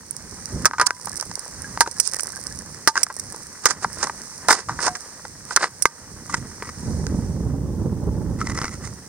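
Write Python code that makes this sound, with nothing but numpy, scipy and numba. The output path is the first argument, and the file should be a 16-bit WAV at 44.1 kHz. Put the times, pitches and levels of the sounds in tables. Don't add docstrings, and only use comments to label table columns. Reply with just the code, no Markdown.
import sys
import numpy as np
from scipy import signal
from scipy.fft import rfft, irfft
from scipy.io import wavfile
from scipy.ndimage import uniform_filter1d
from numba import njit

SR = 44100
rng = np.random.default_rng(int(sys.argv[2]) if len(sys.argv) > 2 else 0)


def inscribe(sig):
    pcm = np.round(np.clip(np.atleast_2d(sig).T, -1, 1) * 32767)
    wavfile.write(sys.argv[1], SR, pcm.astype(np.int16))


N = 400428
T = np.arange(N) / SR

# (time of full strength [s], hold [s], level [dB])
GUST_TIMES = [(0.3, 0.086, -46.5), (0.549, 0.053, -31), (1.27, 0.022, -44.5), (1.53, 0.31, -44.5),
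              (3.7, 0.46, -48), (4.688, 0.013, -37.5), (6.058, .7, -45.5), (6.373, 0.013, -35),
              (6.864, 1.526, -26.5), (8.399, 0.17, -33), (8.692, 0.2, -36)]
# (time [s], level [dB])
HISS_LEVELS = [(0, -49), (.55, -42.5), (.95, -46), (1.3, -44), (2.1, -42), (2.6, -45), (4.1, -43.5),
               (4.95, -43), (5.3, -46), (6, -46.5), (6.35, -47), (6.9, -44), (7.55, -54.5), (8.35, -54),
               (8.65, -48.5), (9.08, -48)]
# (middle time [s], half length [s], body level [dB], grit level [dB])
SKATE_SCUFFS = [(6.34, 0.046, -34.5, -26), (6.342, 0.0039, -14, -16.5), (6.65, 0.038, -33, -41),
                (8.412, 0.019, -27.5, -29), (8.49, 0.05, -35, -33.5), (8.63, 0.087, -30.5, -31.5),
                (8.72, 0.028, -42.5, -34.5), (8.86, 0.029, -34.5, -28)]
# (time [s], level [dB])
SKATE_CRUNCHES = [(8.4045, -35), (8.4148, -28.5), (8.4711, -27), (8.498, -30), (8.5754, -26.5),
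                  (8.5884, -26), (8.616, -24.5), (8.633, -33), (8.643, -24), (8.6538, -28), (8.6802, -30.5)]
# (time [s], level [dB], base fade [s])
NEAR_CHIPS = [(0.1096, -26, 0.0025), (0.166, -31.5, 0.0027), (0.4568, -30.5, .008), (1.0575, -28.5, 0.0066),
              (1.3547, -27, 0.0033), (1.3938, -29.5, .004), (1.62, -32.5, 0.0077), (1.9132, -27, 0.039),
              (1.9996, -4.5, 0.029), (2.0755, -15.5, 0.0057), (2.207, -24.5, 0.02), (2.233, -24.5, 0.0087),
              (2.469, -27.5, .004), (2.589, -31.5, 0.0097), (3.0321, -6, 0.011), (3.036, -12.5, 0.016),
              (3.166, -29, .004), (3.197, -26, 0.012), (5.823, -11, 0.029)]
SHARD_PITCHES = [1600, 1704, 1850, 2064]
# (middle time [s], half length [s], body level [dB], grit level [dB])
TIP_SCRAPES = [(0.868, 0.0043, -30, -4.5), (2.06, 0.029, -49, -20.5), (2.14, 0.0078, -27.5, -33),
               (2.997, 0.036, -31, -26), (3.69, 0.039, -26, -20.5), (3.83, 0.015, -31.5, -27),
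               (4.03, 0.044, -30, -28), (4.52, .022, -12, -7.5), (4.58, 0.038, -28, -27.5),
               (4.845, 0.039, -26, -22), (5.52, 0.032, -40, -32), (5.633, 0.03, -19, -23)]
# (time [s], body level [dB], body pitch [Hz], fade [s], crack level [dB])
LIGHT_KNOCKS = [(0.6476, -25, 1430, 0.0032, -30), (0.7115, -24, 1340, 0.0028, -35),
                (0.734, -21, 1150, 0.044, -36), (0.7829, -20, 1200, 0.034, -28),
                (0.8666, -21, 1230, 0.11, -30), (0.9069, -16.5, 1430, 0.005, -23),
                (1.0715, -30, 920, 0.02, -33), (1.199, -39.5, 1320, 0.014, -25.5),
                (1.2252, -32.5, 990, 0.026, -31.5), (1.3137, -36, 1160, .009, -32),
                (1.7748, -26, 940, 0.0057, -41), (1.8616, -26, 1120, 0.021, -50),
                (1.8746, -24, 476, 0.025, -27), (2.1958, -31.5, 1540, 0.01, -21),
                (2.9557, -19, 1320, .033, -25), (2.9666, -18.5, 1400, 0.048, -25.5),
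                (2.9762, -14, 1470, .024, -15.5), (3.066, -30, 1040, .018, -33),
                (3.101, -26.5, 1070, 0.058, -43), (3.3445, -36.5, 690, .014, -54),
                (3.6626, -14, 1420, 0.046, -8), (3.7076, -19.5, 1560, 0.033, -13),
                (3.8455, -15.5, 925, 0.024, -45), (4.0293, -22.5, 1340, 0.033, -17.5),
                (4.07, -27.5, 1020, 0.024, -29.5), (4.0963, -26, 1000, .013, -52),
                (4.4935, -11, 990, 0.036, -19), (4.5437, -22, 940, 0.057, -41),
                (4.6869, -23.5, 1080, 0.18, -30), (4.6946, -21.5, 1020, 0.0081, -42),
                (4.7899, -25, 1310, 0.032, -48), (4.8668, -19, 950, 0.058, -21.5),
                (4.8784, -18.5, 990, 0.037, -20.5), (4.9525, -31, 1750, 0.054, -27),
                (5.2515, -33.5, 744, 0.016, -46), (5.5082, -27, 1200, 0.037, -36),
                (5.5729, -11, 1490, 0.031, -36), (5.6304, -17, 1220, 0.028, -45),
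                (5.6418, -15, 1390, 0.025, -30), (6.2963, -31.5, 1200, 0.036, -53),
                (6.3424, -22, 1460, 0.028, -22), (6.6235, -29, 790, 0.009, -45),
                (7.0675, -36.5, 1030, 0.0031, -29)]
# (time [s], pitch [Hz], starting level [dB], fade [s])
RINGING_NOTES = [(0.657, 1267, -2.5, 0.045), (0.7345, 1236, -28, 0.098), (0.7978, 1228, -10, 0.097),
                 (0.8137, 990, -23, 0.33), (1.644, 1640, -32.5, 0.084), (1.808, 940, -12.5, 0.11),
                 (2.876, 893, -10.5, 0.087), (2.878, 1196, -13, 0.065), (4.878, 725, -28, 0.21),
                 (5.855, 2070, -3, 0.024), (8.414, 1302, -21, 0.055)]
# (time [s], body level [dB], body pitch [Hz], base body fade [s],
# crack level [dB], base crack fade [s], chip shower level [dB])
STABS = [(0.6554, -12.5, 1230, 0.084, -7.5, 0.023, -50), (0.7974, -16.5, 1350, 0.077, -32, 0.018, -52),
         (0.813, -14, 1460, 0.081, -24, 0.024, -33.5), (1.8067, -11.5, 1400, 0.065, -15, 0.03, -28.5),
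         (2.8747, -11, 1420, 0.055, -14.5, 0.032, -41), (3.6564, -12, 1370, 0.048, -13.5, 0.014, -43),
         (4.4853, -16, 910, 0.043, -23.5, 0.04, -60), (4.5057, -10, 1380, 0.1, -24, 0.044, -59),
         (4.5267, -15.5, 1180, 0.034, -20, 0.021, -58), (5.5622, -15.5, 1500, 0.081, -14, 0.016, -70),
         (5.8548, -9.5, 1540, 0.011, -24, 0.029, -68.5)]
# (pitch [Hz], width [Hz], level [dB])
POLE_AND_PIT_NOTES = [(930, 13, -10), (1193, 28, -7), (1567, 28, -7), (1964, 75, -4.5)]

# (frequency [Hz], level [dB])
WIND_TONE = [(12, -26), (20, -31.5), (65, -1), (170, -3.5), (218, -6), (264, -9), (436, -17), (597, -23),
             (663, -33), (853, -27.5), (1740, -49), (1890, -59), (2430, -116), (3000, -111), (3900, -102),
             (6600, -120)]
HISS_TONE = [(2000, -3.5), (3300, -21.5), (4200, -3), (5000, 3), (5900, 9), (7200, 1.5), (8800, 7.5),
             (9700, 0), (10700, -18), (16000, -19)]
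SHEET_TONE = [(150, -9.5), (500, 2.5), (700, -5), (950, 1.5), (1300, -1), (1900, -1.5), (2300, -16.5),
              (3200, -18.5), (6000, -62)]
BLADE_TONE = [(300, 2), (700, -4.5), (1050, 4), (1350, 7.5), (1650, -3.5), (2000, 8), (2350, -7),
              (2850, -14), (3400, -21), (4200, -11.5), (5500, -0.5), (7000, -12), (9300, -15), (10800, -34)]
CHIP_TONE = [(1000, -17), (2000, -14.5), (3300, -29), (4500, -9.5), (5600, -1), (7200, -4), (8600, 3.5),
             (9600, -1), (10500, -14.5), (16000, -23)]
THUD_TONE = [(100, -25.5), (400, -4), (700, -8), (940, -2.5), (1250, -3.5), (1600, -3), (2000, -8),
             (2400, -15), (3300, -22.5), (5000, -10), (9000, -60)]
CRACK_TONE = [(1000, -61), (2500, -14), (3300, -15.5), (4300, -5.5), (5200, 2), (6200, 1.5), (7500, -2),
              (9000, 1), (10000, -11), (11000, -23.5), (16000, -34.5)]
SHADOW_TONE = [(1500, -0.5), (2400, 6), (4100, -12), (5600, -3.5), (7200, -12.5), (9000, -12.5),
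               (12000, -13)]

GUST_RISE_DB_PER_S, GUST_FALL_DB_PER_S = 230, 102
CHIP_FLIGHT_S, LANDING_DB_PER_S, SETTLE_DB_PER_S = 0.29, 72, 35


def undb(db):
    return 10 ** (np.asarray(db) / 20)


def unit(x):
    return x / np.sqrt(np.mean(x ** 2) + 1e-20)


def burst(x, db):
    return x * undb(db) / np.sqrt(np.sum(x ** 2, axis=-1, keepdims=True) / (SR / 100) + 1e-20)


def add(track, s, sound):
    i = int(s * SR)
    track[i:i + len(sound)] += sound[:N - i]


def pan(x, left_db):
    return x * undb(np.array([[left_db], [-left_db]]) / 2)


def colour(x, tone, centre_hz=None, focus_db=0, size=2048):
    hz, db = np.transpose(tone)
    octave = np.log2(np.maximum(np.fft.rfftfreq(size, 1 / SR), 1))
    gain_db = np.interp(octave, np.log2(hz), db)
    if centre_hz:
        gain_db = gain_db - focus_db * np.tanh((octave - np.log2(centre_hz)) ** 2)
    cepstrum = irfft(np.log(undb(gain_db)))
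    cepstrum[1:size // 2] *= 2
    cepstrum[size // 2 + 1:] = 0
    return signal.fftconvolve(x, irfft(np.exp(rfft(cepstrum))))[:len(x)]


def wander(per_s):
    hold = int(SR / per_s)
    steps = np.repeat(rng.standard_normal(N // hold + 1), hold)
    return unit(uniform_filter1d(uniform_filter1d(steps, hold), hold)[:N])


def swell(s, hold_s, db, rise_db_per_s, fall_db_per_s):
    below_db = rise_db_per_s * np.maximum(s - T, 0) + fall_db_per_s * np.maximum(T - s - hold_s, 0)
    return undb(db - np.minimum(below_db, 100)) ** 2


def grains(n, per_s, spread_db):
    sizes = undb(spread_db * np.minimum(rng.exponential(size=n), 5)) * rng.choice([-1, 1], n)
    return sizes * (rng.random(n) < per_s / SR)


def fracture(fade_s, first, size=6000):
    clicks = unit(grains(size, 7000, 2.5)) * undb(-60 * np.arange(size) / SR / max(fade_s, .002))
    clicks[0] += first * np.sqrt(np.sum(clicks ** 2))
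    return clicks


def resonate(x):
    return x + sum(undb(db) * signal.lfilter(*signal.iirpeak(hz, hz / width, fs=SR), x)
                   for hz, width, db in POLE_AND_PIT_NOTES)


def case(x, left_db, scatter, fade_s=0.0013, size=256):
    paths = rng.standard_normal((2, size)) * undb(-60 * np.arange(size) / SR / fade_s)
    shares = scatter * np.array([[1], [.5]])
    paths *= shares / np.sqrt(np.sum(paths ** 2, axis=1, keepdims=True))
    paths[:, 0] = 1
    left, right = (signal.fftconvolve(x, path)[:N] for path in paths / np.sqrt(1 + shares ** 2))
    return np.array([colour(left, SHADOW_TONE) * undb(left_db), right])


def wind():
    gusts = sum(swell(*gust, GUST_RISE_DB_PER_S, GUST_FALL_DB_PER_S) for gust in GUST_TIMES)
    breeze = undb(-48.5 + 2.3 * wander(5.67)) ** 2
    wind_db = 10 * np.log10(gusts + breeze) + 1.13 * wander(16)
    shared, left, right = (unit(colour(rng.standard_normal(N), WIND_TONE, size=8192)) for _ in range(3))
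    air = shared + undb(-10.5) * np.array([left, right])
    deep = signal.sosfilt(signal.butter(1, 110, fs=SR, output="sos"), air)
    big_swirls = deep * np.clip((wind_db + 56.5) / 18, .2, 1)
    small_swirls = (air - deep) * undb(2.8 * wander(140) - .8)
    return pan(big_swirls + small_swirls, -4.0) * undb(wind_db + 2.0)


def hiss_level():
    return np.interp(T, *np.transpose(HISS_LEVELS))


def ice_hiss():
    level_db = hiss_level()
    hiss = unit(colour(rng.standard_normal(N), HISS_TONE))
    hiss *= undb(level_db + 4 + 0.88 * wander(40) + 0.61 * wander(9))
    murmur = unit(resonate(colour(grains(N, 2500, 0.78), SHEET_TONE)))
    murmur *= undb(level_db - 7 + 3.5 * wander(50))
    left_hiss = unit(colour(rng.standard_normal(N), HISS_TONE, 2400, focus_db=3)) * undb(level_db + 0.5)
    return case(hiss, left_db=-4.0, scatter=0.26) + left_hiss * np.array([[1], [0]]) + pan(murmur, 0.37)


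def skate_crunches(fade_s=0.015, grit_db=-8):
    body, grit = np.zeros((2, N))
    for s, db in SKATE_CRUNCHES:
        add(body, s, burst(colour(fracture(fade_s, first=0.63), BLADE_TONE), db))
        add(grit, s, burst(colour(fracture(fade_s, first=0.25), CRACK_TONE), db + grit_db))
    return pan(body, .4) + case(grit, left_db=0.0, scatter=1.0)


def scrape(strokes, tone, grains_per_s, spurts_db):
    body_level, grit_level = np.zeros((2, N))
    for s, half_s, body_db, grit_db in strokes:
        stroke = np.exp(-np.minimum(((T - s) / half_s) ** 2, 50))
        body_level += stroke * undb(body_db)
        grit_level += stroke * undb(grit_db)
    spurts = undb(spurts_db * wander(160))
    body = body_level * unit(resonate(colour(spurts * grains(N, grains_per_s, 3.2), tone)))
    grit = grit_level * unit(colour(spurts * grains(N, 6000, 4.0), CRACK_TONE, 6900, focus_db=2))
    return pan(body, .5) + case(grit, left_db=-5.0, scatter=1.0)


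def shower_power():
    return sum(swell(s + CHIP_FLIGHT_S, 0, db, LANDING_DB_PER_S, SETTLE_DB_PER_S) for s, *_, db in STABS)


def shards(fade_s=0.051, clink_db=-14):
    clinks, t = np.zeros(N), T[:SR // 5]
    shower = np.sqrt(shower_power())
    for hz in SHARD_PITCHES:
        ring = undb(-60 * t / fade_s) * np.sin(2 * np.pi * hz * t)
        hops = unit(grains(N, per_s=3, spread_db=2.3)) * shower
        clinks += signal.fftconvolve(hops, ring / np.linalg.norm(ring))[:N]
    return pan(clinks * undb(clink_db) / np.sqrt(len(SHARD_PITCHES)), .4)


def chips():
    near = np.zeros(N)
    for s, db, fade_s in NEAR_CHIPS:
        own_hz = 8000 * 2 ** rng.uniform(-0.46, 0.47)
        tick = colour(fracture(fade_s + 0.0055, first=0.75), CHIP_TONE, own_hz, focus_db=15)
        add(near, s, burst(tick, db))
    strays = undb(hiss_level() - 6.5) ** 2
    spray_db = 10 * np.log10(shower_power() + strays)
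    spray = sum(unit(colour(grains(N, per_s=28, spread_db=3.5), CHIP_TONE, hz, focus_db=8))
                for hz in (6250, 7600, 8900, 8900, 10100))
    lumps = sum(unit(colour(grains(N, per_s=14, spread_db=2.2), SHEET_TONE, hz, focus_db=14))
                for hz in (650, 1100, 1750))
    ticks = undb(7) * near + unit(spray) * undb(spray_db + 8.0)
    taps = unit(lumps) * undb(0.5 * spray_db - 29)
    return case(ticks, left_db=-2.5, scatter=0.9) + pan(taps, 0.51)


def knocks():
    body, crack = np.zeros((2, N))
    for s, body_db, hz, fade_s, crack_db in LIGHT_KNOCKS:
        thud = colour(fracture(fade_s, first=0.36), THUD_TONE, hz, focus_db=14)
        add(body, s, burst(resonate(thud), body_db))
        add(crack, s, burst(colour(fracture(fade_s, first=0.44), CRACK_TONE), crack_db))
    return undb(1.0) * (pan(body, 0.25) + case(crack, left_db=-4.5, scatter=0.84))


def ringing_notes():
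    rings, t = np.zeros(N), T[:16000]
    for s, hz, db, fade_s in RINGING_NOTES:
        add(rings, s, undb(db - 60 * t / fade_s) * np.sin(2 * np.pi * hz * t))
    return pan(rings, -.4)


def stabs():
    body, crack = np.zeros((2, N))
    for s, body_db, hz, body_fade_s, crack_db, crack_fade_s, _ in STABS:
        thud = colour(fracture(body_fade_s * 0.76, first=0.12), THUD_TONE, hz, focus_db=8)
        add(body, s, burst(resonate(thud), body_db))
        snap = burst(fracture(0.0052, first=0.063), -0.58)
        crumble = burst(fracture(crack_fade_s * 1.9, first=0), 0)
        add(crack, s, burst(colour(snap + crumble, CRACK_TONE), crack_db + 9.0))
    return pan(body, -0.66) + case(crack, left_db=-3.5, scatter=0.69)


def scene(boost_db=5, left_lag_samples=2.5):
    stabs_and_notes = undb(boost_db) * (stabs() + ringing_notes())
    grinding = scrape(TIP_SCRAPES, THUD_TONE, grains_per_s=2300, spurts_db=2.0)
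    scuffing = scrape(SKATE_SCUFFS, BLADE_TONE, grains_per_s=1000, spurts_db=5.5)
    foreground = stabs_and_notes + grinding + knocks() + chips() + shards()
    left, right = foreground + scuffing + skate_crunches() + ice_hiss() + wind()
    delay = np.exp(-2j * np.pi * np.fft.rfftfreq(N) * left_lag_samples)
    return np.array([irfft(rfft(left) * delay, N), right])


@njit
def follow(x, attack, release):
    levels, level = np.empty(len(x)), 0.
    for i in range(len(x)):
        level += (x[i] - level) * (attack if x[i] > level else release)
        levels[i] = level
    return levels


def record(dry, attack_s=0.0025, release_s=0.14, duck_above_db=-12, noise_db=-56, top_hz=15900):
    sound = dry + undb(noise_db) * rng.standard_normal((2, N))
    loudness = follow(np.abs(sound).max(axis=0), 1 / (attack_s * SR), 1 / (release_s * SR))
    gain = np.minimum(1, undb(duck_above_db) / (loudness + 1e-9)) ** 0.4
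    clipped = np.clip(sound * gain, -1, 1)
    return signal.sosfilt(signal.ellip(8, .2, 70, top_hz, fs=SR, output="sos"), clipped)


dry = scene()
out = record(dry)
inscribe(out)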